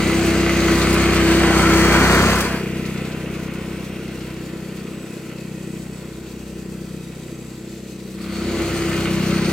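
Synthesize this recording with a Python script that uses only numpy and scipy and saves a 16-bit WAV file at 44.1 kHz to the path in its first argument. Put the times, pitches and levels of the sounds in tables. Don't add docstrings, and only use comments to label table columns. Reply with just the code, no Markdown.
import sys
import numpy as np
from scipy import signal
from scipy.fft import rfft, irfft, next_fast_len
from scipy.io import wavfile
from scipy.ndimage import uniform_filter1d, map_coordinates

SR = 44100
rng = np.random.default_rng(int(sys.argv[2]) if len(sys.argv) > 2 else 0)


def wav_out(sig):
    wavfile.write(sys.argv[1], SR, np.round(np.clip(np.atleast_2d(sig).T, -1, 1) * 32767).astype(np.int16))


N = 419832

# (time [s], distance [m])
WALKS = [
    [(0, 2.5), (2.14, .68)],
    [(2.1, .75), (2.7, 1.2), (4.0, 2.2), (5.1, 3.25), (5.68, 3.79), (7.35, 5.15), (8.0, 5.48), (8.6, 5.65)],
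    [(8.1, 4.69), (8.66, 4.37), (9.52, 3.88)],
]
# (start [s], end [s])
DISSOLVES = [(2.1, 2.71), (8.05, 8.68)]
REFERENCE_M, FENCE_M, SOUND_M_PER_S = 3, 14.65, 343
# (level at REFERENCE_M [dB], loss per doubling of distance [dB])
EXHAUST_MIX = [(-21.5, 2.5), (-32, 4), (-24, -0.5)]
CLATTER_MIX = [(-27.5, 5.43), (-43.5, 6.8), (-26.5, 9.6)]
HUM_MIX = [(-24, 4), (-40.5, 2.5), (-25, 5)]
HISS_MIX = [(-36, 3.54), (-47, 2.4), (-35, 5.9)]
SING_MIX = [(-55, -10), (-57, 4.5), (-63, 0)]

# (time [s], firing rate [Hz])
FIRING_RATE = [(0.0, 31.65), (1.0, 32.03), (1.7, 31.48), (2.3, 32.23), (2.75, 31.5), (3.8, 31.83),
               (4.4, 31.53), (5.5, 31.57), (7.4, 31.43), (8.6, 31.98), (9.52, 31.88)]
CRANK = [-.048, -.004, .208]
# (multiple of the firing rate, relative level [dB])
PULSE_COMING = [(1, -30), (2, 1), (3, -1.5), (4, -11), (5, 1), (6, 2.5), (7, -1.5), (8, -4.5), (9, -30),
                (10, -11), (11, -7), (12, -16.5), (13, -10), (14, -14.5), (15, -9)]
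PULSE_LEAVING = [(1, -30), (2, -5.5), (3, -10), (4, -1.5), (5, 2), (6, 3.5), (7, 1), (8, -5.5), (9, -11),
                 (10, -8), (11, -9), (12, -9), (13, -16.5), (14, -7), (15, -14), (16, -15.5)]
PULSE_RETURNING = [(1, -27), (2, -4.5), (3, -1.5), (4, -6), (5, 0.5), (6, 2), (7, -2), (8, -7.5), (9, -29),
                   (10, -12), (11, -10), (12, -19), (13, -15), (14, -15.5), (15, -21), (16, -20), (18, -21),
                   (21, -25), (22, -21)]
# (time [s], second harmonic gain [dB], third harmonic gain [dB])
THUD_BASS = [(0, -2, -1), (1.0, 2.5, 0), (2.0, 1, -2.5), (2.8, -1, 3.5), (4.4, 3, 4.5), (5.15, -8, -5),
             (5.8, 0, -1), (6.5, 5.5, 2), (7.3, 1, 0), (7.9, 1, 0), (8.55, 1, -1.5), (9.3, -1.5, -5)]
# (time [s], gain [dB])
THUD_SWELL = [(2.7, 1), (4.4, -1), (5.15, 0), (5.6, 1), (6.2, 0.5), (6.9, 1), (7.8, 0.5)]
# (frequency [Hz], relative level [dB])
CHUFF = [(20, -23), (60, -3.5), (150, -8.5), (260, 1), (370, 4), (450, -1.5), (560, -3), (680, -13.5),
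         (800, -14), (1100, -22)]
# (frequency [Hz], gain [dB])
ECHO_BACK = [(60, -40), (95, -16), (127, -8), (158, -1.5), (190, 1), (222, 0), (254, -3), (330, -2)]
ECHO_FRONT = [(60, -40), (95, -16), (127, -5), (158, -1.5), (190, -0.5), (222, -9), (254, -8), (330, -2)]
EXHAUST_SEND_DB, HUM_SEND_DB = [2, 8.5, 14], [-8, -1, -8]

# (place in the cycle [cycles], relative level [dB])
KNOCKS = [(0.069, -11.5), (.16, -12), (0.64, -7.5), (0.78, -24.5)]
ENGINE_NEAREST_M = [.82, 1.45, 3]
# (frequency [Hz], relative level [dB])
CLATTER_FRONT = [(450, -13), (680, 1), (930, -6), (1050, -6), (1220, 0), (1330, -2.5), (1520, 1),
                 (1650, -4.5), (2000, 1), (2450, -0.5), (3000, -4.5), (3500, -9.5), (4500, -4.5)]
CLATTER_CLOSE = [(450, 6), (700, 4.5), (890, 1), (980, 5.5), (1180, 3), (1350, 3.5), (1650, 2), (2300, -3),
                 (2750, -5.5), (3100, -5), (3500, -11), (5000, -16), (7000, -16)]
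CLATTER_REAR = [(450, -23), (700, 2), (880, -5), (990, 0.5), (1170, -1), (1320, 1), (1500, 2), (1700, -3.5),
                (1870, 3), (2100, 0), (2650, 1.5), (3500, -7.5), (4500, -16)]
CLATTER_FAR = [(450, -12), (680, -0.5), (930, -7), (1050, -5), (1300, 1.5), (1520, 0), (1650, -4),
               (2000, -1.5), (2450, -4), (3000, -2.5), (3500, -10), (4500, -5)]
# (frequency [Hz], width [Hz], relative level [dB])
CASING_MODES = [(1133, 55, -0.5), (1303, 38, 10), (1532, 116, 3), (1780, 21, -13), (2000, 26, 1),
                (2230, 21, 2), (2446, 43, -9), (3025, 28, -2), (4500, 340, -20)]
DECK_MODES = [(1313, 54, -2), (1400, 78, -3), (1530, 47, -14)]
# (multiple of the tooth rate, relative level [dB])
CHAIN_BUZZ = [(2, 6), (3, 4.5), (4, 2.5), (6, 0.5), (7, 4)]

# (frequency [Hz], relative level [dB])
HISS_FRONT = [(2300, -30), (3200, -2.5), (3700, -1.5), (4450, 0.5), (5300, -3.5), (6300, -3.5),
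              (7400, -4.5), (9000, -7.5), (10300, -9.5), (12000, -9), (20000, -13)]
HISS_REAR = [(2300, -30), (3200, 0), (4500, 0), (5600, -2.5), (7000, -3), (9000, -4.5), (10000, -7.5),
             (11700, -6), (20000, -11)]
# (frequency [Hz], width [Hz], relative level [dB])
BLADES_FRONT = [(2400, 200, -1.5), (4400, 530, 1.5), (5340, 300, -4), (6330, 420, 0.5), (7300, 200, -1),
                (7780, 240, -2), (8800, 360, -2)]
BLADES_REAR = [(3910, 70, 1.5), (4480, 300, -1.5), (6360, 140, -1.5), (7170, 130, 0.5), (7990, 280, 2)]
# (time [s], level against the hiss [dB])
REAR_RING = [(2.8, -1.5), (3.6, -12), (4.2, -5.5), (4.9, -7), (5.25, -5), (5.7, -3), (6.3, -4), (8.0, -1.5)]
# (time [s], relative level [dB])
SNAPS = [(.2533, -25), (0.9298, -16.5), (0.943, -20), (1.145, -20), (1.7938, -19), (1.9265, -20),
         (1.989, -21), (2.357, -16), (2.385, -18), (2.4064, -13.5), (2.862, -32), (3.338, -34),
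         (3.5379, -32), (4.08, -38), (8.618, -25), (9.1062, -27), (9.283, -26)]
# (time [s], level [dB])
CLACKS = [(.816, -22), (1.157, -22), (1.31, -25), (2.852, -36), (2.975, -37), (3.05, -38), (3.118, -38),
          (3.34, -39), (4.085, -43), (4.205, -39), (4.363, -43), (4.77, -41), (5.38, -45), (6.26, -44),
          (8.0, -46), (9.31, -31), (9.445, -30)]
# (frequency [Hz], relative level [dB])
SNAP_COLOUR = [(2000, -6), (3000, 1), (5000, 0), (11000, -3), (20000, -11)]
CLACK_COLOUR = [(1500, -6), (2300, 0), (3200, -4), (4500, -5), (6500, -11), (9000, -19)]

# (frequency [Hz], left-right correlation)
CORRELATION = [(100, 0.8), (300, 0.91), (700, 0.89), (1400, 0.92), (2600, 0.7), (4300, 0.51), (5600, 0.34),
               (7500, 0.3), (9000, 0.16), (14000, 0.12)]
LEAD_SAMPLES = [5.36, 3.4, 9.7]
# (frequency [Hz], left minus right [dB])
PORT_BALANCE = [(60, 0), (110, 1), (200, 2), (380, 0.5), (700, 1), (1290, 1.5), (2380, -1.5), (4400, 2.5),
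                (8120, 1.5), (15000, -1)]
# (frequency [Hz], left lead [rad])
PORT_PHASE = [(300, -0.068), (1900, -0.59), (2900, 0.46), (4300, -0.026), (6500, -0.85), (8000, -0.56),
              (15000, -0.24)]


def amp(db):
    return 10 ** (np.asarray(db) / 20)


def unit(x):
    return x / np.sqrt(np.mean(x ** 2) + 1e-20)


def along(points, hz):
    f, v = np.transpose(points)
    return np.interp(np.log(hz + 1), np.log(f + 1), v)


def curves(rows):
    times, *columns = np.transpose(rows)
    return [np.interp(np.arange(N) / SR, times, column) for column in columns]


def wobble(rate):
    return map_coordinates(rng.standard_normal(int(N * rate / SR) + 4), [np.arange(N) * rate / SR])


def noise():
    return rng.standard_normal((2, N))


def burst(cycle, width, at=0):
    return np.exp((np.cos(2 * np.pi * (cycle - at)) - 1) / (2 * np.pi * width) ** 2)


def filtered(x, response):
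    size = next_fast_len(N + 8192)
    return irfft(rfft(x, size) * response(np.fft.rfftfreq(size, 1 / SR)), size)[..., :N]


def spread(pair, colour):
    def response(hz):
        angle = np.arccos(np.clip(along(CORRELATION, hz), -1, 1)) / 2
        roll_off = 1 / (1 + (hz / colour[-1][0]) ** 12) / (1 + (colour[0][0] / (hz + 1)) ** 4)
        return amp(along(colour, hz)) * roll_off * [np.cos(angle), np.sin(angle)]
    mid, side = filtered(pair, response)
    return unit(np.array([mid + side, mid - side]))


def modes(x, table):
    def response(hz):
        return sum((-1) ** k * amp(db) * 1j * hz * width / (centre ** 2 - hz ** 2 + 1j * hz * width)
                   for k, (centre, width, db) in enumerate(table))
    return unit(filtered(x, response))


def delayed(x, samples, order):
    return map_coordinates(x, [np.arange(N) - samples], order=order, mode="nearest")


def shimmer(x, depth_db):
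    spectrum = signal.stft(x, nperseg=1024)[2]
    patches = rng.standard_normal(spectrum.shape[1:])
    for _ in range(2):
        patches = uniform_filter1d(uniform_filter1d(patches, size=4, axis=0), size=22, axis=1)
    return unit(signal.istft(spectrum * amp(depth_db * unit(patches)), nperseg=1024)[1][:, :N])


def views():
    ramps = [curves([(start, 0), (end, 1)])[0] for start, end in DISSOLVES]
    first, second = np.sin(np.pi / 2 * np.array(ramps)) ** 2
    return np.array([1 - first, first - second, second])


def heard(mix, view, metres):
    return np.array([weight * amp(db - loss_db * np.log2(distance / REFERENCE_M))
                     for (db, loss_db), weight, distance in zip(mix, view, metres)])


def thuds(cycle, harmonics, smear, skew, scatter_db, intake, afterpuff):
    deepest, centre = 3, 6
    strength_db, jitter = scatter_db * wobble(32), 0.0047 * wobble(32)
    puff = afterpuff + 0.06 * wobble(32)
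    bass_db = dict(enumerate(curves(THUD_BASS), start=2))
    pulses = np.zeros(N)
    for k, db in harmonics:
        timing = cycle + jitter - intake * (k <= deepest)
        phase = 2 * np.pi * k * timing + skew + smear * (k - centre) ** 2 + puff * (-1) ** k
        pulses += amp(db + strength_db * k / centre + bass_db.get(k, 0)) * np.cos(phase)
    return unit(pulses)


def with_fence(sounds, send_db, metres):
    colours = ECHO_BACK, ECHO_FRONT, ECHO_BACK
    echoes = filtered(np.array(sounds), lambda hz: amp([along(colour, hz) for colour in colours]))
    mixed = []
    for direct, echo, db, distance in zip(sounds, echoes, send_db, metres):
        detour = 2 * (FENCE_M - distance)
        late = delayed(echo, detour / SOUND_M_PER_S * SR, order=1)
        mixed.append(direct + amp(db) * distance / (distance + detour) * late)
    return np.array(mixed)


def exhaust(firings, cycle, view, metres):
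    coming = thuds(firings + CRANK[0], PULSE_COMING,
                   smear=0.095, skew=-2.14, scatter_db=0.5, intake=0.42, afterpuff=0.17)
    leaving = thuds(firings + CRANK[1], PULSE_LEAVING,
                    smear=-0.064, skew=0.73, scatter_db=1.0, intake=0.08, afterpuff=0.13)
    leaving *= amp(curves(THUD_SWELL)[0])
    returning = thuds(firings + CRANK[2], PULSE_RETURNING,
                      smear=0.085, skew=-1.26, scatter_db=0.7, intake=0.32, afterpuff=0.11)
    putter = with_fence([coming, leaving, returning], EXHAUST_SEND_DB, metres)
    from_behind = view[1]
    gas_flow = 1 + (0.2 + 0.19 * from_behind) * burst(cycle, width=0.047, at=0.14)
    chuff = amp(-4.5 - 2.1 * from_behind) * spread(noise() * gas_flow, CHUFF)
    gain = heard(EXHAUST_MIX, view, metres)
    return (gain * putter).sum(axis=0) + np.linalg.norm(gain, axis=0) * chuff


def clatter(cycle, view, metres):
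    panel_t60_s, close_from_m, close_full_m, deck_at_m, deck_span_m = 0.16, 1.9, 0.9, 1.1, 0.14
    blows = np.zeros(N)
    rattle = 1 + 0.023 * burst(cycle * 5 / 6, width=0.36)
    for at, db in KNOCKS:
        since = (cycle - at) % 1
        strikes = np.diff(since, prepend=0) < 0
        blows += strikes * amp(db + 3.7 * wobble(32))
        rattle += 0.16 * amp(db) * np.exp(-since / 0.055)
    rattle *= amp(0.5 * wobble(70))
    t = np.arange(SR // 10) / SR
    panels = rng.standard_normal((2, len(t))) * amp(-60 * t / panel_t60_s)
    clank = unit(signal.fftconvolve(blows[None], panels, axes=1)[:, :N])
    grit = shimmer(unit(noise() * rattle) + amp(-6) * clank, depth_db=1.2)

    engine_m = np.maximum(metres, np.reshape(ENGINE_NEAREST_M, (-1, 1)))
    coming, leaving, returning = heard(CLATTER_MIX, view, engine_m)
    close = coming * np.clip((close_from_m - metres[0]) / (close_from_m - close_full_m), 0, 1)
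    front = coming - close
    wash = front * spread(grit, CLATTER_FRONT) + close * spread(grit, CLATTER_CLOSE)
    wash += leaving * spread(grit, CLATTER_REAR) + returning * spread(grit, CLATTER_FAR)
    casing_gain = amp(-6.5) * front + amp(-15) * close + amp(-14.5) * leaving + amp(-10) * returning
    beam = np.exp(-((metres[0] - deck_at_m) / deck_span_m) ** 2)
    deck = amp(-6) * coming * beam * modes(noise()[0] * rattle, DECK_MODES)
    return wash + casing_gain * modes(blows, CASING_MODES) + deck


def chain_drive(mesh, view, metres):
    hidden_m, hidden_db_per_m = 0.96, 67
    tone = amp(0.7 * wobble(9.7) + 1.1 * wobble(24)) * unit(np.sin(2 * np.pi * mesh))
    shadow = amp(-hidden_db_per_m * np.maximum(hidden_m - metres, 0))
    hum = shadow * heard(HUM_MIX, view, metres) * with_fence([tone] * len(view), HUM_SEND_DB, metres)
    buzz = unit(sum(amp(db + 4.8 * wobble(20)) * np.sin(2 * np.pi * k * mesh + 0.42 * wobble(40))
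                    for k, db in CHAIN_BUZZ))
    buzz_gain = heard(CLATTER_MIX, view, metres).sum(axis=0) * amp(-11.5 - 1.1 * view[1])
    return hum.sum(axis=0) + buzz_gain * buzz


def reel(cycle, mesh, view, metres):
    coming, leaving, returning = heard(HISS_MIX, view, metres)
    front = coming + returning
    strokes = 1 + 0.26 * burst(cycle * 5 / 6, width=0.12) + 0.11 * burst(cycle * 4 / 3, width=0.084)
    strokes += 0.13 * burst(mesh, width=0.27)
    strokes *= amp(1.2 * wobble(900) + 1.2 * wobble(22))
    snips = shimmer(noise() * strokes, depth_db=1.5)
    scrape = spread(shimmer(noise() * strokes, depth_db=2.8), [(1000, 0), (15000, 0)])
    hiss = front * spread(snips, HISS_FRONT) + leaving * spread(snips, HISS_REAR)
    front_ring = amp(1) * front * modes(scrape, BLADES_FRONT)
    rear_ring = amp(curves(REAR_RING)[0]) * leaving * modes(scrape, BLADES_REAR)
    return hiss + front_ring + rear_ring


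def blade_song(view, metres, pitch_hz=2544):
    swing = amp(2.5 * wobble(3.13) + 1.4 * wobble(14))
    graze = modes(noise()[0], [(pitch_hz, 50, 0)])
    tone = modes(graze, [(pitch_hz, 70, 0)])
    return heard(SING_MIX, view, metres).sum(axis=0) * swing * tone


def stalk_snaps(crack_t60_s=0.012, tail_t60_s=0.1):
    t = np.arange(SR // 10) / SR
    snap = 0.5 * amp(-60 * t / crack_t60_s) + 0.75 * amp(-60 * t / tail_t60_s)
    envelope = np.zeros(N)
    for s, db in SNAPS:
        envelope[round(s * SR):][:len(t)] += amp(db) * snap
    return amp(-7.5) * envelope * spread(noise(), SNAP_COLOUR)


def frame_clacks(t60_s=0.13):
    t = np.arange(SR // 5) / SR
    jolts = np.zeros(N)
    for s, db in CLACKS:
        jolts[round(s * SR)] = amp(db)
    envelope = signal.fftconvolve(jolts, amp(-60 * t / t60_s))[:N]
    return envelope * spread(noise(), CLACK_COLOUR)


def scene():
    teeth_per_firing, engine_lead_share = 10.5, 0.66
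    view = views()
    metres = np.array([curves(walk)[0] for walk in WALKS])
    firings = np.cumsum(curves(FIRING_RATE)[0]) / SR
    cycle = firings + np.dot(CRANK, view)
    mesh = teeth_per_firing * firings + 0.08 * wobble(9)
    engine = exhaust(firings, cycle, view, metres) + clatter(cycle, view, metres)
    engine += chain_drive(mesh, view, metres)
    cutting = reel(cycle, mesh, view, metres) + blade_song(view, metres) + stalk_snaps() + frame_clacks()
    lead = np.dot(LEAD_SAMPLES, view / metres)
    right = delayed(engine[1], engine_lead_share * lead, order=3) + delayed(cutting[1], lead, order=5)
    return np.array([engine[0] + cutting[0], right])


def record(dry):
    top_hz, half = 15850, np.array([[0.5], [-0.5]])
    def response(hz):
        balance = amp(along(PORT_BALANCE, hz) * half)
        return balance * np.exp(1j * along(PORT_PHASE, hz) * half) * (hz < top_hz)
    return filtered(dry, response)


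dry = scene()
out = record(dry)
wav_out(out)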